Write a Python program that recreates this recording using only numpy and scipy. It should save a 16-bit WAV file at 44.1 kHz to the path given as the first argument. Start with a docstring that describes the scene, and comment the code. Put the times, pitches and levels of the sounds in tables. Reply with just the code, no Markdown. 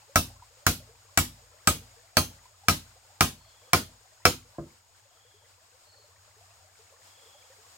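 """From the start a small stream hisses and gurgles (coloured noise, gliding bubble tones) over a low noise drone.
Insects shrill beside it: one narrow band of noise. Nine times a hand tool is driven into muddy ground at the foot
of a timber frame: each blow is a noise crack, ringing wood and steel modes, a jolt of the frame and a diffuse tail.
During the last blows a bird starts trilling in quick falling notes; then the tool is set down with a dull bump.
The level of water and insects dips as the work ends, then rises; the drone swells once. Two close ports hear it."""
import sys
import numpy as np
from scipy import signal
from scipy.fft import rfft, irfft
from scipy.io import wavfile
from scipy.ndimage import uniform_filter1d

SR = 44100
rng = np.random.default_rng(int(sys.argv[2]) if len(sys.argv) > 2 else 0)


def output_pcm(signal):
    """Save a mono or channel-first signal as 16-bit PCM at the path in sys.argv[1].

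    Samples are clipped to [-1, 1] before scaling.
    """
    pcm = np.clip(np.atleast_2d(signal).T, -1, 1) * 32767
    wavfile.write(sys.argv[1], SR, np.round(pcm).astype(np.int16))


N = 342657

# Strokes of the tool: (time [s], force [dB], wood [dB], hollow note [Hz], hard knock [Hz],
# scrape [Hz], scrape [dB], steel [dB])
STROKES = [(0.1573, -0.5, 5.5, 694, 1327, 5950, -0.5, -6), (0.6654, 0, 0.5, 973, 1436, 6820, 3, -17),
           (1.1742, 0, 2, 775, 1430, 7510, 6.5, -12), (1.6726, 0, 1, 770, 1313, 7900, 10, -6),
           (2.169, 0, 1.5, 657, 1530, 4460, 7, 4), (2.6833, 0, 0, 716, 1263, 5400, 2.5, -3.5),
           (3.2074, 0.5, 0, 702, 1270, 5300, -2.5, -2.5), (3.7320, 1, 4.5, 688, 1330, 5380, 0.5, -9),
           (4.2525, 1, 6, 483, 1302, 5330, 5.5, -0.5)]
# Modes of the struck wood: (frequency [Hz], level [dB], 60 dB decay [s])
WOOD_MODES = [(361, -16, .07), (486.5, -17.5, 0.13), (616.4, -15.5, .09), (704, -12.5, 0.087),
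              (778, -20.5, 0.069), (971, -15.5, 0.05), (1056, -10.5, 0.089), (1125, -14.5, 0.057),
              (1248.5, -9, 0.079), (1312, -11, 0.073), (1426, -7.5, .05), (1576, -7, .05),
              (1626, -7, 0.025), (1961, -6.5, 0.037), (2286, 2, .04), (2594, -9, 0.064), (2720, -24.5, .06),
              (3250, -17.5, 0.051)]
# Modes of the tool's steel: (frequency [Hz], level [dB], 60 dB decay [s])
STEEL_MODES = [(4255, -4, .19), (4408, -2, .2), (5190, -8, .2), (6285, 0, .27), (7325, -6, .17),
               (9150, -11, .16)]
# Modes of the frame on its bed of mud: (frequency [Hz], level [dB], 60 dB decay [s])
FRAME_MODES = [(54.5, -13.5, 0.77), (88.8, -3, 0.48), (113, -11.5, 0.62), (155.7, -5.5, 0.34),
               (245.2, -1, 0.29), (306, -4, .22)]
# Jolts of the loose timbers after a blow: (delay [s], level [dB], push width [s])
TIMBER_JOLTS = [(.0022, -1.5, 0.00073), (0.014, -7.5, .0014), (0.023, -3, .0022), (.0353, -5.5, 0.0013)]
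# Colour of the contact crack: (frequency [Hz], level [dB per Hz])
CRACK_COLOUR = [(300, -10.5), (900, -3.5), (1600, 4), (2500, 2), (3500, -5), (5500, 2.5), (8000, -3.5),
                (12000, -3), (16000, -0.5)]
# Colour of the diffuse tail after a blow: (frequency [Hz], level [dB per Hz])
TAIL_COLOUR = [(25, -8), (45, -4), (100, 3), (250, 6.5), (400, 1), (700, -3), (1300, -0.5), (1900, -6.5),
               (3000, -1), (5200, -2.5), (8000, -3.5), (11000, -2.5), (16000, -5.5)]
# Decay of the diffuse tails: (frequency [Hz], 60 dB decay [s])
TAIL_DECAY = [(50, 0.29), (150, 0.29), (500, 0.2), (1500, 0.2), (4000, 0.25), (15000, 0.22)]
# Colour of the scatter as the tool is laid down: (frequency [Hz], level [dB per Hz])
SET_DOWN_COLOUR = [(25, -21), (70, -3), (150, -7), (340, -2), (450, -11), (620, -11), (850, -33),
                   (1100, -20), (1700, -35), (3000, -45), (8000, -60)]
# Modes of the bump as the tool is laid down: (frequency [Hz], level [dB], 60 dB decay [s])
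BUMP_MODES = [(150.2, -4, 0.23), (241.5, -9, 0.11), (336, -1, 0.18), (512, -11, 0.11), (594, -8, 0.087),
              (683, -2.5, 0.068), (1036, -8, 0.058), (1640, -18, .05)]
# Colour of the broad stream hiss: (frequency [Hz], level [dB per Hz])
WATER_COLOUR = [(30, -24), (230, -24), (340, -11.5), (550, -2.5), (800, 0.5), (1300, -1), (2300, -5.5),
                (3600, -6.5), (5300, -2), (6000, -8.5), (7500, -2), (8600, -5), (9700, -13), (16000, -13.5)]
# Colour of the sizzle of one riffle: (frequency [Hz], level [dB per Hz])
RIFFLE_COLOUR = [(2500, -6), (4400, -1.5), (5300, -2.5), (6000, -13), (7000, 0), (7600, -4.5), (8600, -7.5),
                 (9800, -22.5)]
# The loudest gurgles: (time [s], starting pitch [Hz], level [dB])
LOUD_GURGLES = [(.093, 520, -48), (0.422, 923, -40), (.8, 577, -47.5), (.89, 435, -48), (2.455, 953, -45.5),
                (2.635, 760, -45.5), (5.34, 396, -54.5), (6.04, 559, -52), (6.41, 664, -50.5),
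                (7.5, 502, -48)]
# Level of the water and insects: (time [s], level [dB])
BACKGROUND_LEVEL = [(0, -59), (4.3, -59.5), (5, -62.5), (7.77, -56.5)]
# Colour of the insects: (frequency [Hz], level [dB per Hz])
INSECT_COLOUR = [(5500, -60), (6450, -16), (6720, 0), (6950, -14), (7500, -16), (8300, -50)]
# Bird trills: (time [s], length [s], pitch [Hz], level [dB])
BIRD_TRILLS = [(3.361, 0.19, 4330, -63), (3.379, 0.37, 3310, -64.5), (5.08, 0.43, 3284, -65),
               (5.844, 0.23, 4290, -60), (7.062, 0.44, 3300, -60)]
# Colour of the drone: (frequency [Hz], level [dB per Hz])
DRONE_COLOUR = [(25, -27), (60, -20), (80, -11), (94, -1), (110, -9.5), (135, -27.0), (300, -47.0), (2000, -86)]

TIME = np.arange(N) / SR
AGE = TIME[:SR // 2]  # time since a contact; each struck sound stops at half a second
PORT_LAG_S, TOP_HZ = 4.5 / SR, 15900

# The parts of a stroke (dB)
CRACK_DB, SECOND_GRIT_DB, WOOD_DB, REBOUND_DB = -11, -.5, -17, -20.5
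SCRAPE_DB, STEEL_DB, TAIL_DB = -38, -35, -18.5
BITE_RISE_S, BITE_S, REBOUND_S = 0.00074, .0033, .009  # the edge enters, bites, and lands again
HOLLOW_DB, KNOCK_DB = 7, 7.5  # lift of the wood modes around each stroke's hollow note and hard knock
# The mud packs as the work goes on: strokes grow duller, thud less and lose their deep bass
BRIGHT_DB_PER_OCT, DULLING_DB_PER_OCT_S = 0.35, 0.82
THUD_DB, THUD_LOSS_DB_PER_S = 1.5, .5
BASS_CUT_HZ, BASS_CUT_HZ_PER_S = 9, 15
SET_DOWN_S = 4.583

RIFFLE_LAG_SAMPLES = 16
PLOP_CYCLES = 20  # length of the large bubbles; each sounds for twice this many starting periods
GURGLE_HZ, GURGLE_OCTAVES, GURGLE_DB = 397, 1.3, 1.5  # large random bubbles: lowest pitch, range, mean level
INSECT_DB = -11  # relative to the background level
DRONE_DB, DRONE_SINK_DB_PER_S = -66.5, .7
SWELL_S, SWELL_WIDTH_S, SWELL_DB = 6.44, 0.32, 6.5  # the drone swells once


def blows():
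    """Contact crack, knock of wood, scrape and ring of steel, thud and tail for every stroke."""
    out = np.zeros((2, N))
    for s, force_db, wood_db, hollow_hz, knock_hz, scrape_hz, scrape_db, steel_db in STROKES:
        force = undb(force_db)
        tilt_db = BRIGHT_DB_PER_OCT - DULLING_DB_PER_OCT_S * s
        add(out, s, force * undb(CRACK_DB) * crack(tilt_db))

        modes = wood_modes(hollow_hz, knock_hz)
        knock = pressed(ring(modes, scatter_db=4, detune=0.0029))
        add(out, s, force * undb(wood_db + WOOD_DB) * from_right(knock))
        # the tool lands a second time, softer and duller
        duller = [(hz, db - hz / 300, t60) for hz, db, t60 in modes]
        rebound = pressed(ring(duller, scatter_db=5, detune=.015))
        add(out, s + REBOUND_S, force * undb(wood_db + REBOUND_DB) * from_right(rebound))

        # each port draws its own modes; ten crowd around the scrape's pitch
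        scrape = np.array([ring([(scrape_hz, 0, .14)] * 10, scatter_db=5, detune=.035) for _ in out])
        steel = np.array([ring(STEEL_MODES, scatter_db=1.5, detune=.0005) for _ in out])
        metal = undb(scrape_db + SCRAPE_DB) * scrape + undb(steel_db + STEEL_DB) * steel
        add(out, s, force * metal)

        boom = undb(THUD_DB - THUD_LOSS_DB_PER_S * s) * thud(push_db=-16.0, frame_db=-31, low_hz=34.5)
        boom = boom + undb(TAIL_DB) * tail(TAIL_COLOUR, tilt_db, build_s=.005, alike_hz=800)
        packed = signal.butter(1, BASS_CUT_HZ + BASS_CUT_HZ_PER_S * s, "high", fs=SR, output="sos")
        add(out, s, force * signal.sosfilt(packed, boom))
    return out


def crack(tilt_db):
    """Grit cracks while the edge bites: two layers of noise, the first reaching the right port earlier."""
    grit = noise(CRACK_COLOUR, len(AGE), alike_hz=1960, tilt_db=tilt_db)
    bite = (1 - np.exp(-AGE / BITE_RISE_S)) / (1 + (AGE / BITE_S) ** 3)
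    first_grit = from_right(grit[0])
    second_grit = undb(SECOND_GRIT_DB) * grit[:, ::-1]  # the noise run backwards
    return (first_grit + second_grit) * bite


def wood_modes(hollow_hz, knock_hz):
    """Which wood modes answer best depends on where the tool lands."""
    return [(hz, db + HOLLOW_DB * near(hz, hollow_hz) + KNOCK_DB * near(hz, knock_hz, width=0.085), t60)
            for hz, db, t60 in WOOD_MODES]


def near(hz, centre_hz, width=0.24):
    """One at the centre frequency, falling away on both sides; width in natural-log frequency."""
    return np.exp(-(np.log(hz / centre_hz) / width) ** 2)


def pressed(x, rise=0.038, contact_s=0.0032):
    """Wood under load starts softly and a little sharp, then relaxes to its own pitch."""
    warped = AGE + rise * contact_s * (1 - np.exp(-AGE / contact_s))
    return np.interp(warped, AGE, x) * (1 - np.exp(-AGE / 0.0024))


def thud(push_db, frame_db, low_hz):
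    """Soft pushes of the jolting timbers, and the low ring of the frame."""
    pushes = sum(undb(db) * np.exp(-.5 * ((AGE - s) / width) ** 2) for s, db, width in TIMBER_JOLTS)
    pushes = signal.sosfilt(signal.butter(2, low_hz, "high", fs=SR, output="sos"), pushes)
    frame = ring(FRAME_MODES, scatter_db=1, detune=.003)
    return undb(push_db) * pushes - undb(frame_db) * frame


def tail(colour, tilt_db, build_s, alike_hz):
    """Dense scatter from timber and banks: it builds up, then each octave dies at its own pace."""
    hz = np.fft.rfftfreq(len(AGE), 1 / SR)
    spectrum = rfft(noise(colour, len(AGE), alike_hz, tilt_db)) * imprint(hz)
    octave = np.log2(np.clip(hz, 2 ** 5, 2 ** 14))
    total = 0
    for k in range(5, 15):
        overlap = np.maximum(1 - abs(octave - k), 0)  # neighbouring octaves crossfade
        total = total + irfft(spectrum * overlap, len(AGE)) * fade(read(TAIL_DECAY, 2. 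** k))
    return total * (1 - np.exp(-AGE / build_s))


def imprint(hz, ripple_db=4.5, ripple_hz=60):
    """Every rough contact leaves its own fine peaks and dips in its tail, stronger toward the treble."""
    ripple = np.interp(hz / ripple_hz, np.arange(len(hz)), rng.standard_normal(len(hz)))
    return undb(ripple_db * ripple * hz / (hz + 400))


def set_down(soft_hz=2000):
    """The tool is laid down with one dull, rounded bump: ringing modes and a short scatter."""
    out = np.zeros((2, N))
    body = from_right(ring(BUMP_MODES, scatter_db=0, detune=0)) * (1 - np.exp(-AGE / 0.0019))
    scatter = tail(SET_DOWN_COLOUR, 0, build_s=0.0033, alike_hz=1490)
    bump = undb(-33.5) * scatter + undb(-28.5) * body
    add(out, SET_DOWN_S, signal.sosfilt(signal.butter(4, soft_hz, fs=SR, output="sos"), bump))
    return out


def stream():
    """Flickering hiss, a riffle and bubbles follow the background level; a few louder gurgles stand apart."""
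    # the riffle lies to the left and reaches that port first
    riffle = noise(RIFFLE_COLOUR, N, alike_hz=100)[0]
    riffle = undb(-9.0) * np.array([riffle, np.roll(riffle, RIFFLE_LAG_SAMPLES)])
    hiss = (undb(-0.5) * noise(WATER_COLOUR, N, alike_hz=583) + riffle) * undb(1.1 * walk(21))
    water = hiss + bubble_crowd() + gurgles()
    left_right_db = np.array([[1], [-1]])
    return water * undb(background_db() + left_right_db) + loud_gurgles()


def bubble_crowd(count=1000):
    """Small bubbles scattered over time and between the ports."""
    out = np.zeros((2, N))
    for when, pitch, size, length, pan in rng.random((count, 5)):
        hz = 420 * 2 ** (2.6 * pitch ** .8)
        # most bubbles are faint, a few stand out; higher ones are quieter
        db = -4 * np.log(max(1 - size, .06)) - 2 * pitch - 2
        ports = [np.sqrt(1 - pan), np.sqrt(pan)]
        add(out, when * TIME[-1], undb(db) * np.outer(ports, bubble(hz, 10 + 20 * length)))
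    return out


def gurgles(count=48):
    """Large bubbles that break at random among the stones."""
    out = np.zeros((2, N))
    for when, pitch, size in rng.random((count, 3)):
        hz = GURGLE_HZ * 2 ** (GURGLE_OCTAVES * pitch)
        add(out, when * TIME[-1], undb(GURGLE_DB + 6 * (size - .5)) * bubble(hz, PLOP_CYCLES))
    return out


def loud_gurgles():
    """The loudest large bubbles, at set times and pitches."""
    out = np.zeros((2, N))
    for s, hz, db in LOUD_GURGLES:
        add(out, s, undb(db) * bubble(hz, PLOP_CYCLES))
    return out


def bubble(hz, cycles, glide=0.16):
    """A trapped air pocket rings and rises in pitch as it nears the surface."""
    life = np.arange(int(2 * cycles / hz * SR)) * hz / (cycles * SR)  # runs from 0 to 2
    level = np.exp(-2.6 * life) * (1 - np.exp(-14 * life))
    return level * np.sin(2 * np.pi * cycles * (life + glide * life ** 2 / 2))


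def background_db():
    """The level of water and insects dips as the work ends, then rises."""
    return np.interp(TIME, *np.transpose(BACKGROUND_LEVEL))


def insects():
    """A thin, slightly flickering shrill from the grass straight ahead: narrow noise."""
    return noise(INSECT_COLOUR, N, alike_hz=14000) * undb(background_db() + INSECT_DB + walk(8.5))


def bird(rate=27, fall=.13):
    """Trills of quick falling notes that swell and rise toward the middle, blurred by the trees."""
    out = np.zeros((2, N))
    for s, length, hz, db in BIRD_TRILLS:
        t = np.arange(int(length * SR)) / SR
        note = t * rate % 1  # progress through each note, rate in notes per second
        arch = np.sin(np.pi * t / length)
        pitch = hz * (1 + fall * (.5 - note) + .02 * (arch - .5))
        level = undb(db) * np.sqrt(arch * np.sin(np.pi * note))
        song = level * np.sin(2 * np.pi * np.cumsum(pitch) / SR)
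        trees = rng.standard_normal((2, len(AGE))) * fade(.25)
        add(out, s, song)
        add(out, s, .5 * signal.fftconvolve(song[None], trees / np.linalg.norm(trees[0])))
    return out


def drone():
    """A far, narrow rumble of noise that slowly sinks and swells once."""
    swell = np.exp(-((TIME - SWELL_S) / SWELL_WIDTH_S) ** 2)
    level_db = DRONE_DB - DRONE_SINK_DB_PER_S * TIME + SWELL_DB * swell
    return noise(DRONE_COLOUR, N, alike_hz=400) * undb(level_db)


def undb(db):
    """Decibels to gain."""
    return 10 ** (np.asarray(db) / 20)


def read(table, hz):
    """Value of a (frequency [Hz], value) table on a log-frequency axis."""
    f, value = np.transpose(table)
    return np.interp(np.log(hz + 1e-3), np.log(f), value)


def fade(t60):
    """Exponential decay that loses 60 dB in t60 seconds."""
    return np.exp(-np.log(1000) * AGE / t60)


def add(out, s, sound):
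    """Mix a sound into both channels at time s."""
    i = max(int(s * SR), 0)
    part = sound[..., :max(N - i, 0)]
    out[:, i:i + part.shape[-1]] += part


def noise(colour, size, alike_hz, tilt_db=0):
    """Unit stereo noise of a given colour; the ports hear nearly the same below alike_hz."""
    hz = np.fft.rfftfreq(size, 1 / SR)
    mid, side = rfft(rng.standard_normal((2, size)))
    alike = .92 / (1 + (hz / alike_hz) ** 4)
    pair = np.sqrt(1 + alike) * mid + np.sqrt(1 - alike) * np.array([side, -side])
    # the tilt is in dB per octave above 2500 Hz
    colour_db = read(colour, hz) + tilt_db * np.log2(np.maximum(hz / 2500, 1))
    x = irfft(pair * undb(colour_db), size)
    return x / x.std()


def ring(modes, scatter_db, detune):
    """Decaying modes, a quarter turn apart, with random shifts of level and pitch."""
    chance = rng.standard_normal((len(modes), 2))
    total = 0
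    for k, ((hz, db, t60), (louder, sharper)) in enumerate(zip(modes, chance)):
        phase = 2 * np.pi * hz * (1 + detune * sharper) * AGE - k * np.pi / 2
        total = total + undb(db + scatter_db * louder) * fade(t60) * np.sin(phase)
    return total


def from_right(x):
    """The sound reaches the left port slightly later."""
    return np.array([np.interp(AGE - PORT_LAG_S, AGE, x, left=0), x])


def walk(rate):
    """Slow random wander with a spread near 1; rate in new values per second."""
    k = int(SR / rate)
    steps = np.repeat(rng.standard_normal(N // k + 1), k)
    return 1.3 * uniform_filter1d(uniform_filter1d(steps, k), k)[:N]


def scene():
    """Work in the foreground; water, insects, a bird and a drone behind."""
    return blows() + set_down() + stream() + insects() + bird() + drone()


def record(dry):
    """Peaks beyond 0.9 overload, and the top is cut."""
    return signal.sosfilt(signal.ellip(8, .2, 70, TOP_HZ, fs=SR, output="sos"), np.clip(dry, -.9, .9))


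dry = scene()
out = record(dry)
output_pcm(out)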